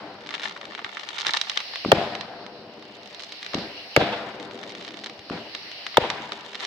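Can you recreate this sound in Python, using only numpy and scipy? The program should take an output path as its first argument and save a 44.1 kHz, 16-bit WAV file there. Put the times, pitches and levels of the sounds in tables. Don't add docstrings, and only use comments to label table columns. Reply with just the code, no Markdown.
import sys
import numpy as np
from scipy import signal
from scipy.io import wavfile

SR = 44100
rng = np.random.default_rng(int(sys.argv[2]) if len(sys.argv) > 2 else 0)


def store_pcm(level_fs):
    pcm = np.round(np.clip(level_fs, -1, 1) * 32767).astype(np.int16)
    wavfile.write(sys.argv[1], SR, np.atleast_2d(pcm).T)


N = 293706
TIME = np.arange(N) / SR
COARSE_TIME = TIME[::32]

# f/Hz, spectral density level/dB
NIGHT_AIR = [(25, -51), (60, -5.5), (150, -3.5), (400, 0), (700, 6.5), (1200, -4), (3000, -13.5),
             (6000, -63), (15000, -50)]
# f/Hz, spectral density level/dB, decay time t60/s
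TREE_SCATTER = [(30, -30, 0.45), (70, -7, 0.79), (149, -1.5, 1.18), (354, 3, 0.85), (790, 0, 1.25),
                (1140, -8, 1.77), (1590, -5, 1.62), (2040, -6.5, 1.37), (3630, -8, 0.97), (5270, -18, 0.83),
                (7350, -83, 0.28), (15000, -112, .5)]
# f/Hz, spectral density level/dB, decay time t60/s
DISTANT_ROLL = [(30, -12, 2), (82.5, -17.5, 3.1), (176, -2, 5.2), (356, 0, 5.03), (730, -3, 3.85),
                (1030, -6.5, 2), (2450, -26, 7.9), (6000, -55, 1.8), (15000, -73, 1)]
# f/Hz, left-right likeness/1, left-right level/dB
DIFFUSE_FIELD = [(60, 0.94, -1), (296, 0.97, 2.5), (620, 0.88, 3), (1270, 0.86, 5.5), (1950, 0.03, 4),
                 (3820, 0.03, -1.5), (6340, 0.067, -8), (12000, 0.17, 12)]
# f/Hz, width/Hz, level/dB
PORT_MODES = [
    [(614, 160, 0), (847, 254, 2.5), (1165, 62, 3), (1787, 144, 5), (3420, 1360, 2), (3560, 370, 9.5),
     (5000, 200, -52)],
    [(656, 240, -11), (848, 77, 3.5), (1420, 42, -6.5), (2047, 62, 8), (3080, 1900, 6), (3720, 780, 9),
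     (4570, 220, -1.5), (5500, 3100, -6)],
]
# f/Hz, width/Hz, level/dB
HISS_MODES = [(4190, 870, 1.5), (5680, 920, -7)]
# f/Hz, width/Hz, level/dB
RUSH_MODES = [(1890, 580, -2.5), (2924, 360, 2)]
# full flame from t/s, until t/s, swell/(dB/s), high hiss level/dB, lower rush level/dB
CLIMBING_TAILS = [(1.645, 1.94, 28, -39.5, -36), (3.506, 4.004, 27, -43, -37.5),
                  (5.69, 5.894, 18.5, -43, -37.5), (6.4, 6.7, 38, -55, -50)]
# thickest at t/s, build-up/s, fade/s, snap level/dB, pop level/dB
SPARK_SHOWERS = [(.345, 0.037, 0.028, -35, -26), (0.449, 0.041, 0.053, -27, -20.5),
                 (0.801, 0.5, 0.29, -40.5, -37.5), (1.24, 0.29, 0.28, -29, -27),
                 (3.22, 0.34, 0.19, -38, -50), (4.7, 0.4, 0.3, -35, -46), (6.28, 0.23, 0.5, -35.5, -44),
                 (6.635, 0.031, .1, -26.5, -23)]
# t/s, peak level/dB, left-right level/dB, nominal colour f/Hz
STAR_CRACKS = [(0.2083, -28.5, 2, 2980), (0.2631, -22, 1, 2660), (0.2713, -22, 6, 2930),
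               (0.2908, -15.5, 6, 2700), (0.3075, -17, -5, 2760), (0.3132, -22, 6, 2400),
               (0.328, -26, 0, 2200), (0.333, -27, 3, 2800), (0.3404, -13.5, 8, 2370),
               (0.3468, -14, 1, 2660), (0.36, -21, -1, 2580), (0.38, -21, 5, 2600),
               (0.3442, -19, -11, 2740), (0.3517, -16.5, 12, 2740), (0.3967, -16.5, 1, 2670),
               (0.404, -27, 3, 2780), (0.4187, -20, 2, 3080), (0.425, -19, 5, 2690),
               (0.4335, -13.5, -1, 2900), (0.4425, -16, 5, 3060), (0.456, -12, 1, 2640),
               (0.464, -21, 4, 2700), (0.4737, -23, 7, 2790), (0.483, -19.5, 1, 2930),
               (0.496, -20.5, 7, 3150), (0.5114, -21.5, 1, 2500), (0.523, -25, 5, 3160),
               (0.5755, -24, 7, 2800), (0.5646, -18.5, 3.5, 1610), (0.6131, -18.5, 1, 2540),
               (0.654, -20.5, 7, 2870), (0.721, -23, 5, 2080), (0.7504, -14.5, 7, 2600),
               (0.778, -22, 2, 2050), (0.792, -14.5, 2, 1820), (0.8456, -10, 1.5, 2300),
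               (0.916, -25, 16, 3100), (0.9707, -12.5, 0, 2040), (0.9959, -19.5, 10, 3000),
               (1.011, -27, 15, 2800), (1.035, -23, 13, 2880), (1.089, -18.5, 18.5, 3270),
               (1.105, -22.5, -5, 2530), (1.157, -23, 7, 3000), (1.183, -13.5, -4, 2840),
               (1.1874, -12, 8, 3100), (1.198, -17, 16, 3160), (1.2024, -13, 3, 3360),
               (1.21, -12.5, -4, 3200), (1.2176, -11, 4, 3300), (1.2625, -8, 10, 2520),
               (1.2674, -4, -5, 3100), (1.2785, -8.5, 4, 2640), (1.2833, -10.5, -8, 3300),
               (1.2925, -7.5, 8, 2220), (1.2947, -15, -11, 2110), (1.3078, -11.5, 1, 3750),
               (1.3363, -6.5, -3, 3320), (1.3485, -13, 6, 3200), (1.3636, -17, -2, 3100),
               (1.371, -3, 1, 3280), (1.4138, -3.5, -3, 3360), (1.4974, -7, -2, 3220),
               (1.517, -17.5, 4, 3000), (1.574, -2.5, 0.5, 2810), (1.6033, -13, 1, 2780),
               (1.7581, -10, 1, 2620), (2.1519, -12, -0.5, 2600), (2.2103, -13.5, -5, 2630),
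               (2.4647, -19.5, -3, 2580), (2.825, -28, 1, 2500), (2.9536, -33, -1, 3600),
               (3.032, -30, -6, 3400), (3.075, -28.5, 0, 3400), (3.147, -23, -3, 3540),
               (3.1955, -22.5, -5, 3200), (3.2027, -21, 3, 2940), (3.2086, -25, 3, 3650),
               (3.2223, -23, 1, 3500), (3.2355, -22, 2, 3330), (3.2447, -27, -2, 3880),
               (3.3222, -16, 0, 3180), (3.4295, -12.5, -1, 2950), (3.447, -21, -2, 3000),
               (3.4638, -15, 2, 2700), (3.5347, -18.5, 10, 2600), (3.5452, -7.5, 2, 2960),
               (3.5852, -19, 2, 2900), (4.3996, -22, 1, 3060), (4.511, -23, 2, 2600),
               (4.5761, -25, 3, 2700), (4.5901, -24.5, 0, 2800), (4.6306, -27, 16, 2500),
               (4.637, -18.5, 2, 2570), (4.6945, -23, 0, 3300), (4.703, -21.5, 5, 2740),
               (4.721, -23.5, 1, 3100), (4.751, -17.5, 1, 2890), (4.7823, -27, 1, 3200),
               (4.811, -22, 2, 2950), (4.8252, -24.5, -3, 2780), (4.8375, -31, 2, 3000),
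               (4.8486, -19.5, -2, 2950), (4.879, -19, 3, 2750), (4.8881, -23, -3, 2890),
               (4.9076, -23.5, -1, 2980), (4.9424, -23, -2, 2730), (4.9902, -27, 1, 3200),
               (5.0376, -21, 7, 2800), (5.0428, -17.5, -1, 3250), (5.061, -15, 0, 3000),
               (5.069, -18, -1, 2820), (5.0975, -20, 4, 2840), (5.193, -22.5, 2, 3100),
               (5.5498, -11, 1, 2900), (5.7157, -20, 2, 3020), (5.8662, -8, 4.5, 2690),
               (5.9434, -20.5, 6, 2210), (6.1016, -5, -3, 2880), (6.2314, -27, 2, 2490),
               (6.3206, -12.5, 1, 2600), (6.333, -23, -2, 2980), (6.3903, -32, -2, 3000),
               (6.449, -28, -6, 3080), (6.533, -22.5, 2, 3000), (6.5471, -16, -5, 2630),
               (6.5538, -13, 1, 2900), (6.5609, -26, -1, 3000), (6.5939, -21, 4, 2600),
               (6.6, -20, -2, 2940), (6.606, -13.5, 1, 2790), (6.6127, -25, -1, 2700),
               (6.6333, -17.5, 6, 2820), (6.6431, -16.5, 3, 3000), (6.6502, -10.5, -4, 3200)]
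# f/Hz, width/Hz, left level/dB, right level/dB
STAR_RINGS = [(1170, 91, 4, 2), (1855, 400, -13, -8), (3914, 650, -23, 5), (5500, 900, -20, 4)]
# t/s, level/dB, f/Hz
DULL_THUDS = [(0.759, -41, 328), (0.821, -36, 420), (0.839, -50, 110), (.86, -42, 300), (1.271, -34, 410),
              (1.282, -44.5, 149), (1.297, -39, 330), (5.186, -48, 102)]
# t/s, blast level/dB, pulse length/ms, dull above f/Hz,
# slap delay/ms, slap f/Hz, slap level/dB, tree scatter level/dB
LIFT_CHARGES = [(1.849, -12, 0.81, 2600, 10.3, 290, -12.5, -17.5),
                (3.5421, -14.5, 0.91, 2600, 9.5, 277, -15, -15),
                (5.2993, -19, 0.66, 3640, 8.5, 275, -18.5, -15)]
# t/s, level/dB, f/Hz
TREE_RETURNS = [(1.972, -15, 846), (1.981, -18.5, 192), (2.0140, -14, 587), (4.0125, -11, 700),
                (4.015, -17, 1450), (4.0225, -12.5, 520), (4.024, -20, 235), (4.034, -23, 179),
                (4.068, -33, 600), (4.135, -21, 716), (6.0400, -17, 880), (6.046, -16, 560),
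                (6.158, -31, 900), (6.2010, -29, 288)]
# t/s, fade/s, level/dB
BRANCH_RATTLES = [(1.953, 0.032, -32), (4.001, 0.037, -18.5), (4.125, 0.028, -24), (6.036, 0.028, -28)]
# t/s, tree scatter level/dB, far roll level/dB, scatter tilt/(dB/octave), body f/Hz
PAST_BURST = (-.3, -2, -3, -.5, 780)
# t/s, blast level/dB, pulse length/ms, slap delay/ms, slap level/dB, tree scatter level/dB,
# far roll level/dB, scatter tilt/(dB/octave), body f/Hz, bounce delay/ms, knock f/Hz, knock level/dB,
# slap f/Hz, ground thud level/dB
SHELL_BURSTS = [(1.9177, 12, 0.65, 9, 1, -2, -1, -0.5, 715, 1.13, 538, 6, 504, -17),
                (3.9637, 11, 0.422, 10.1, -2.5, -0.5, 2, 0.1, 670, 1.37, 493, 9.5, 470, -12),
                (5.9707, 8.5, .55, 9.45, -0.5, -4.5, -5.5, 0.75, 920, 1.2, 844, 9.5, 510, -22)]

PORT_LAG_MS = 0.08
WALL_ECHO_MS, WALL_ECHO_DB = 10, -4
BODY_DB, BODY_OCTAVES = 6, 0.26
MUZZLE_SCATTER_S = 0.014
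ROLL_END_S, ROLL_END_FADE_S, ROLL_END_DB = 1.144, 0.03, -5
BURN_OUT_DB_PER_S = 40
EMBER_HISS_DB, EMBER_RUSH_DB = -54, -50
FIZZ_DB = -11.5
HISS_PAN_DB, RUSH_PAN_DB = -2, 1.4
SNAPS_PER_S, POPS_PER_S = 220, 100
STRAY_SNAPS_PER_S, STRAY_DB = 11, -59
EDGE_RISE_DB = 1
CRACK_WIDTH_HZ, CRACK_TOP_HZ = 2280, 4350
CRACK_BOUNCE_MS, CRACK_BOUNCE_DB = 2.2, -7.5
CRACK_DIP_HZ, CRACK_DIP_WIDTH_HZ, CRACK_DIP_SHARE = 2570, 260, 0.56
BRANCHES_PER_S, BRANCH_DB, BRANCH_T60_S = 890, -26, 1
STOPBAND_HZ = 16900


def from_db(db):
    return 10 ** (np.asarray(db) / 20)


def rms_one(x):
    return x / np.sqrt(np.mean(x ** 2) + 1e-20)


def at_hz(rows, hz):
    points, *columns = np.transpose(rows)
    return [np.interp(np.log(hz), np.log(points), column) for column in columns]


def cut(x, hz, kind, order=2):
    sections = signal.butter(order, hz, kind, fs=SR, output="sos")
    return signal.sosfilt(sections, x + 1e-18)


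def resonate(x, hz, width_hz):
    radius = np.exp(-np.pi * width_hz / SR)
    zeros = np.array([1, 0, -1]) * (1 - radius * radius) / 2
    poles = [1, -2 * radius * np.cos(2 * np.pi * hz / SR), radius * radius]
    return signal.lfilter(zeros, poles, x + 1e-18)


def drift(per_s, times=TIME):
    knots = rng.standard_normal(4096)
    return np.interp(times * per_s, np.arange(len(knots)), knots)


def pan(left_db):
    return from_db(np.array([[.5], [-.5]]) * left_db)


def delayed(x, ms):
    def shift(wave):
        return np.interp(TIME - ms / 1000, TIME, wave, left=0)
    return np.apply_along_axis(shift, -1, x)


def through_ports(x, leak_db):
    rung = []
    for side, modes in zip(np.broadcast_to(x, (2, N)), PORT_MODES):
        rung.append(sum((-1) ** k * from_db(db) * resonate(side, hz, width)
                        for k, (hz, width, db) in enumerate(modes)))
    left, right = rung
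    return np.array([left, delayed(right, PORT_LAG_MS)]) + from_db(leak_db) * x


def shock(s, length_ms):
    phase = (TIME - s) * 1000 / length_ms
    return np.where((phase >= 0) & (phase < 1), 1 - 2 * phase, 0)


def dull_echo(s, hz, cycles):
    out = np.zeros(N)
    span = slice(int(s * SR), int(s * SR) + SR // 4)
    turns = (TIME[span] - s) * hz
    age = turns / cycles
    out[span] = -np.sin(2 * np.pi * turns) * (age * np.exp(1 - age)) ** 2
    return out


def random_clicks(per_s, size_db, spread_db):
    born = np.flatnonzero(rng.random(N) < per_s / SR)
    sign = rng.choice([-1, 1], N)
    size = np.minimum(rng.exponential(1, N), 3)
    left_db = rng.normal(0.93, 10.2, N)
    out = np.zeros((2, N))
    gain = from_db(size_db[born] + spread_db * size[born])
    out[:, born] = sign[born] * gain * pan(left_db[born])
    return out


def diffuse_bands():
    edges = 25 * 2 ** (np.arange(29) / 3)
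    white = rng.standard_normal((2, 2, N))
    for k, (low, high) in enumerate(zip(edges, edges[1:])):
        hz = np.sqrt(low * high)
        mid, side = cut(white[k % 2], [low, high], "band")
        alike, left_db = at_hz(DIFFUSE_FIELD, hz)
        stereo = np.sqrt(1 + alike) * mid + np.sqrt(1 - alike) * side * [[1], [-1]]
        yield hz, pan(left_db) * stereo


def echo_power(s, db, t60, arrival_s, build_s):
    age = np.maximum(COARSE_TIME - s - arrival_s, 0)
    return from_db(db - 60 * age / t60) ** 2 * (1 - np.exp(-age / build_s)) ** 2


def landscape():
    out, lumps = 0, drift(70, COARSE_TIME)
    reports = [PAST_BURST] + [(row[0], *row[5:9]) for row in SHELL_BURSTS]
    for hz, noise in diffuse_bands():
        tree_db, tree_t60 = at_hz(TREE_SCATTER, hz)
        roll_db, roll_t60 = at_hz(DISTANT_ROLL, hz)
        octaves = np.log2(hz / 700)
        power = from_db(at_hz(NIGHT_AIR, hz)[0] - 43.0) ** 2
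        for s, near_db, far_db, tilt_db, body_hz in reports:
            body = np.exp(-(np.log2(hz / body_hz) / BODY_OCTAVES) ** 2)
            scatter_db = tree_db + near_db + tilt_db * octaves + BODY_DB * body
            power = power + echo_power(s, scatter_db - 7.0, 0.08, arrival_s=0.0019, build_s=1.2 / hz)
            power = power + echo_power(s, scatter_db - 15.5, tree_t60, arrival_s=0.026, build_s=0.0037)
            ended = np.clip((COARSE_TIME - s - ROLL_END_S) / ROLL_END_FADE_S, 0, 1)
            far_roll_db = roll_db + far_db - 22 + ROLL_END_DB * ended
            power = power + echo_power(s, far_roll_db, roll_t60, arrival_s=0.074, build_s=0.34)
        for s, *_, near_db in LIFT_CHARGES:
            muzzle_db = tree_db + near_db - 9.5 - 0.7 * max(octaves, -2)
            power = power + echo_power(s, muzzle_db, 0.89, arrival_s=MUZZLE_SCATTER_S, build_s=0.001)
        swell = np.sqrt(power) * from_db(1.13 * lumps + 1.6 * drift(40, COARSE_TIME))
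        out = out + noise * np.interp(TIME, COARSE_TIME, swell)
    return out


def hollowed(x):
    return x + from_db(WALL_ECHO_DB) * delayed(resonate(x, 358, 410), WALL_ECHO_MS)


def jet(modes):
    flow = rng.standard_normal(N) + 18.0 * rng.standard_normal((2, N))
    rush = 0
    for k, (hz, width, db) in enumerate(modes):
        flutter = from_db(db + 2.23 * drift(18))
        rush = rush + (-1) ** k * flutter * resonate(flow, hz, width)
    return rms_one(cut(rush, 5590, "low", order=10) + from_db(-37.0) * flow)


def shower_distance(peak_s, build_s, fade_s):
    return np.maximum((peak_s - TIME) / build_s, (TIME - peak_s) / fade_s)


def hiss():
    high, low = from_db(EMBER_HISS_DB) ** 2, from_db(EMBER_RUSH_DB) ** 2
    for full_s, end_s, swell_db_per_s, hiss_db, rush_db in CLIMBING_TAILS:
        swell_db = -swell_db_per_s * np.maximum(full_s - TIME, 0)
        flame_db = swell_db - BURN_OUT_DB_PER_S * np.maximum(TIME - end_s, 0)
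        high = high + from_db(hiss_db + flame_db) ** 2
        low = low + from_db(rush_db + flame_db) ** 2
    for *timing, snap_db, _ in SPARK_SHOWERS:
        low = low + from_db(snap_db + FIZZ_DB) ** 2 * np.exp(-shower_distance(*timing) ** 2)
    high_hiss = np.sqrt(high) * from_db(0.5) * pan(HISS_PAN_DB) * jet(HISS_MODES)
    low_rush = np.sqrt(low) * from_db(-6.0) * pan(RUSH_PAN_DB) * jet(RUSH_MODES)
    return high_hiss + low_rush


def thuds():
    return sum(from_db(db) * dull_echo(s, hz, cycles=0.87) for s, db, hz in DULL_THUDS)


def sparks():
    away = np.array([shower_distance(*row[:3]) for row in SPARK_SHOWERS])
    density = np.exp(-away ** 2)
    snap_db, pop_db = np.transpose(SPARK_SHOWERS)[3:, :, None] + EDGE_RISE_DB * away
    clumps = from_db(2.8 * drift(40))
    snap_rate = SNAPS_PER_S * density.sum(axis=0) + STRAY_SNAPS_PER_S
    weighted_db = SNAPS_PER_S * (density * snap_db).sum(axis=0) + STRAY_SNAPS_PER_S * STRAY_DB
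    snap_db = weighted_db / snap_rate
    pop_db = np.average(pop_db, axis=0, weights=density + 1e-18)
    snaps = random_clicks(snap_rate * clumps, snap_db, spread_db=3.5)
    pops = random_clicks(POPS_PER_S * density.sum(axis=0) * clumps, pop_db, spread_db=3.0)
    both = snaps + from_db(14.5) * resonate(pops, 1270, 690)
    both = both + from_db(CRACK_BOUNCE_DB) * delayed(both, CRACK_BOUNCE_MS)
    return from_db(10.5) * cut(through_ports(both, leak_db=-16.0), 7150, "low", order=4)


def stars():
    age, out = TIME[:SR // 6], np.zeros((2, N + SR))
    shape = (2, len(age))
    for s, db, left_db, hz in STAR_CRACKS:
        sparse = rng.random(len(age)) < .15
        reflections = rng.standard_normal(shape) * sparse * from_db(-11.5 - 60 * age / 0.027)
        spray = rng.standard_normal(shape) * np.minimum(age / 0.013, 1) * from_db(-41 - 60 * age / .5)
        arrival = reflections + spray
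        arrival[:, 0] -= 1
        bounce = int(CRACK_BOUNCE_MS * rng.uniform(.85, 1.15) * SR / 1000)
        arrival[:, bounce] -= from_db(CRACK_BOUNCE_DB)
        ring_hz = 0.81 * hz * (hz / 2800) ** 0.45
        top_hz = CRACK_TOP_HZ * (hz / 2800) ** 1.16
        colour = resonate(arrival, ring_hz, CRACK_WIDTH_HZ) + from_db(-13) * arrival
        colour = cut(colour, top_hz, "low", order=3)
        start = int(s * SR)
        out[:, start:start + len(age)] += from_db(db) * pan(left_db) * colour / np.abs(colour).max()
    out = out[:, :N]
    rings = sum(from_db([[left_db], [right_db]]) * resonate(out, hz, width)
                for hz, width, left_db, right_db in STAR_RINGS)
    return from_db(-4.5) * pan(2.8) * out + from_db(-4.0) * rings


def crackle():
    both = cut(stars() + sparks(), 450, "high")
    return both - CRACK_DIP_SHARE * resonate(both, CRACK_DIP_HZ, CRACK_DIP_WIDTH_HZ)


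def launches():
    direct = sum(from_db(db) * cut(shock(s, ms), top_hz, "low") for s, db, ms, top_hz, *_ in LIFT_CHARGES)
    out = pan(3.3) * through_ports(direct, leak_db=2)
    for s, _, _, _, slap_ms, slap_hz, slap_db, _ in LIFT_CHARGES:
        first = dull_echo(s + slap_ms / 1000, slap_hz, cycles=0.45)
        boom = from_db(-20.0) * dull_echo(s + 0.0136, 178, cycles=1.9)
        boom = boom + from_db(-14.0) * dull_echo(s + 0.037, 178, cycles=1.9)
        second = from_db(-6.0) * dull_echo(s + 0.0347, 262, cycles=0.63)
        out += pan(1.3) * from_db(slap_db) * (first + boom + second)
    return out


def tree_line():
    return pan(1.8) * sum(from_db(db) * dull_echo(s, hz, cycles=0.63) for s, db, hz in TREE_RETURNS)


def branches():
    clicks = 0
    for s, _, _, _, _, trees_db, *_ in SHELL_BURSTS:
        age = TIME - s
        size_db = BRANCH_DB + trees_db - 60 * np.abs(age) / BRANCH_T60_S
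        clicks = clicks + random_clicks(BRANCHES_PER_S * (age > .036), size_db, spread_db=4.0)
    surge = sum((TIME > s) * from_db(db) * np.exp(-np.abs(TIME - s) / fade_s)
                for s, fade_s, db in BRANCH_RATTLES)
    clicks = clicks + surge * random_clicks(2500, np.zeros(N), spread_db=1.0)
    rattle = through_ports(clicks, leak_db=-11) + from_db(-3) * resonate(clicks, 1530, 300)
    return from_db(12.0) * cut(cut(rattle, 400, "high"), 3580, "low", order=4)


def bursts():
    direct, trunks, out = 0, np.zeros(N), np.zeros((2, N))
    for row in SHELL_BURSTS:
        s, db, length_ms, slap_ms, slap_db, trees_db = row[:6]
        bounce_ms, knock_hz, knock_db, slap_hz, thud_db = row[9:]
        blast = shock(s, length_ms)
        blast = (blast + from_db(-18.5) * delayed(blast, bounce_ms)
                 + from_db(-9.5) * delayed(blast, 2.2) + from_db(-9.0) * delayed(blast, 3.1))
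        blast = from_db(db) * cut(blast, 410, "high")
        direct = direct + blast
        knock = from_db(knock_db) * pan(3.5) * resonate(blast, knock_hz, 106)
        slap = pan(4.4) * dull_echo(s + slap_ms / 1000, slap_hz, cycles=0.65)
        thud = from_db(thud_db) * dull_echo(s + 0.0091, 143, cycles=0.73)
        bounce = from_db(-25 + trees_db) * dull_echo(s + 0.0476, 92, cycles=0.48)
        out += knock + from_db(slap_db) * (slap + thud) + bounce
        late = 0.036 + 0.32 * rng.random(36) ** 1.6
        places = np.minimum(((s + late) * SR).astype(int), N - 1)
        trunks[places] += from_db(trees_db + 5.0 - 60 * late) * rng.normal(0, 1, len(late))
    tree_echoes = pan(4.5) * cut(resonate(trunks, 730, 390), 1230, "low")
    return out + through_ports(direct, leak_db=-16.5) + tree_echoes


def scene():
    background = from_db(-.5) * hollowed(landscape()) + hiss()
    small_sources = thuds() + crackle() + launches()
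    return background + small_sources + tree_line() + branches() + bursts()


def record(dry):
    clipped = dry / (1 + (dry / .92) ** 4) ** (1 / 4)
    clipped = cut(clipped, 38, "high")
    top_cut = signal.cheby2(14, 60, STOPBAND_HZ, fs=SR, output="sos")
    return signal.sosfilt(top_cut, clipped)


dry = scene()
out = record(dry)
store_pcm(out)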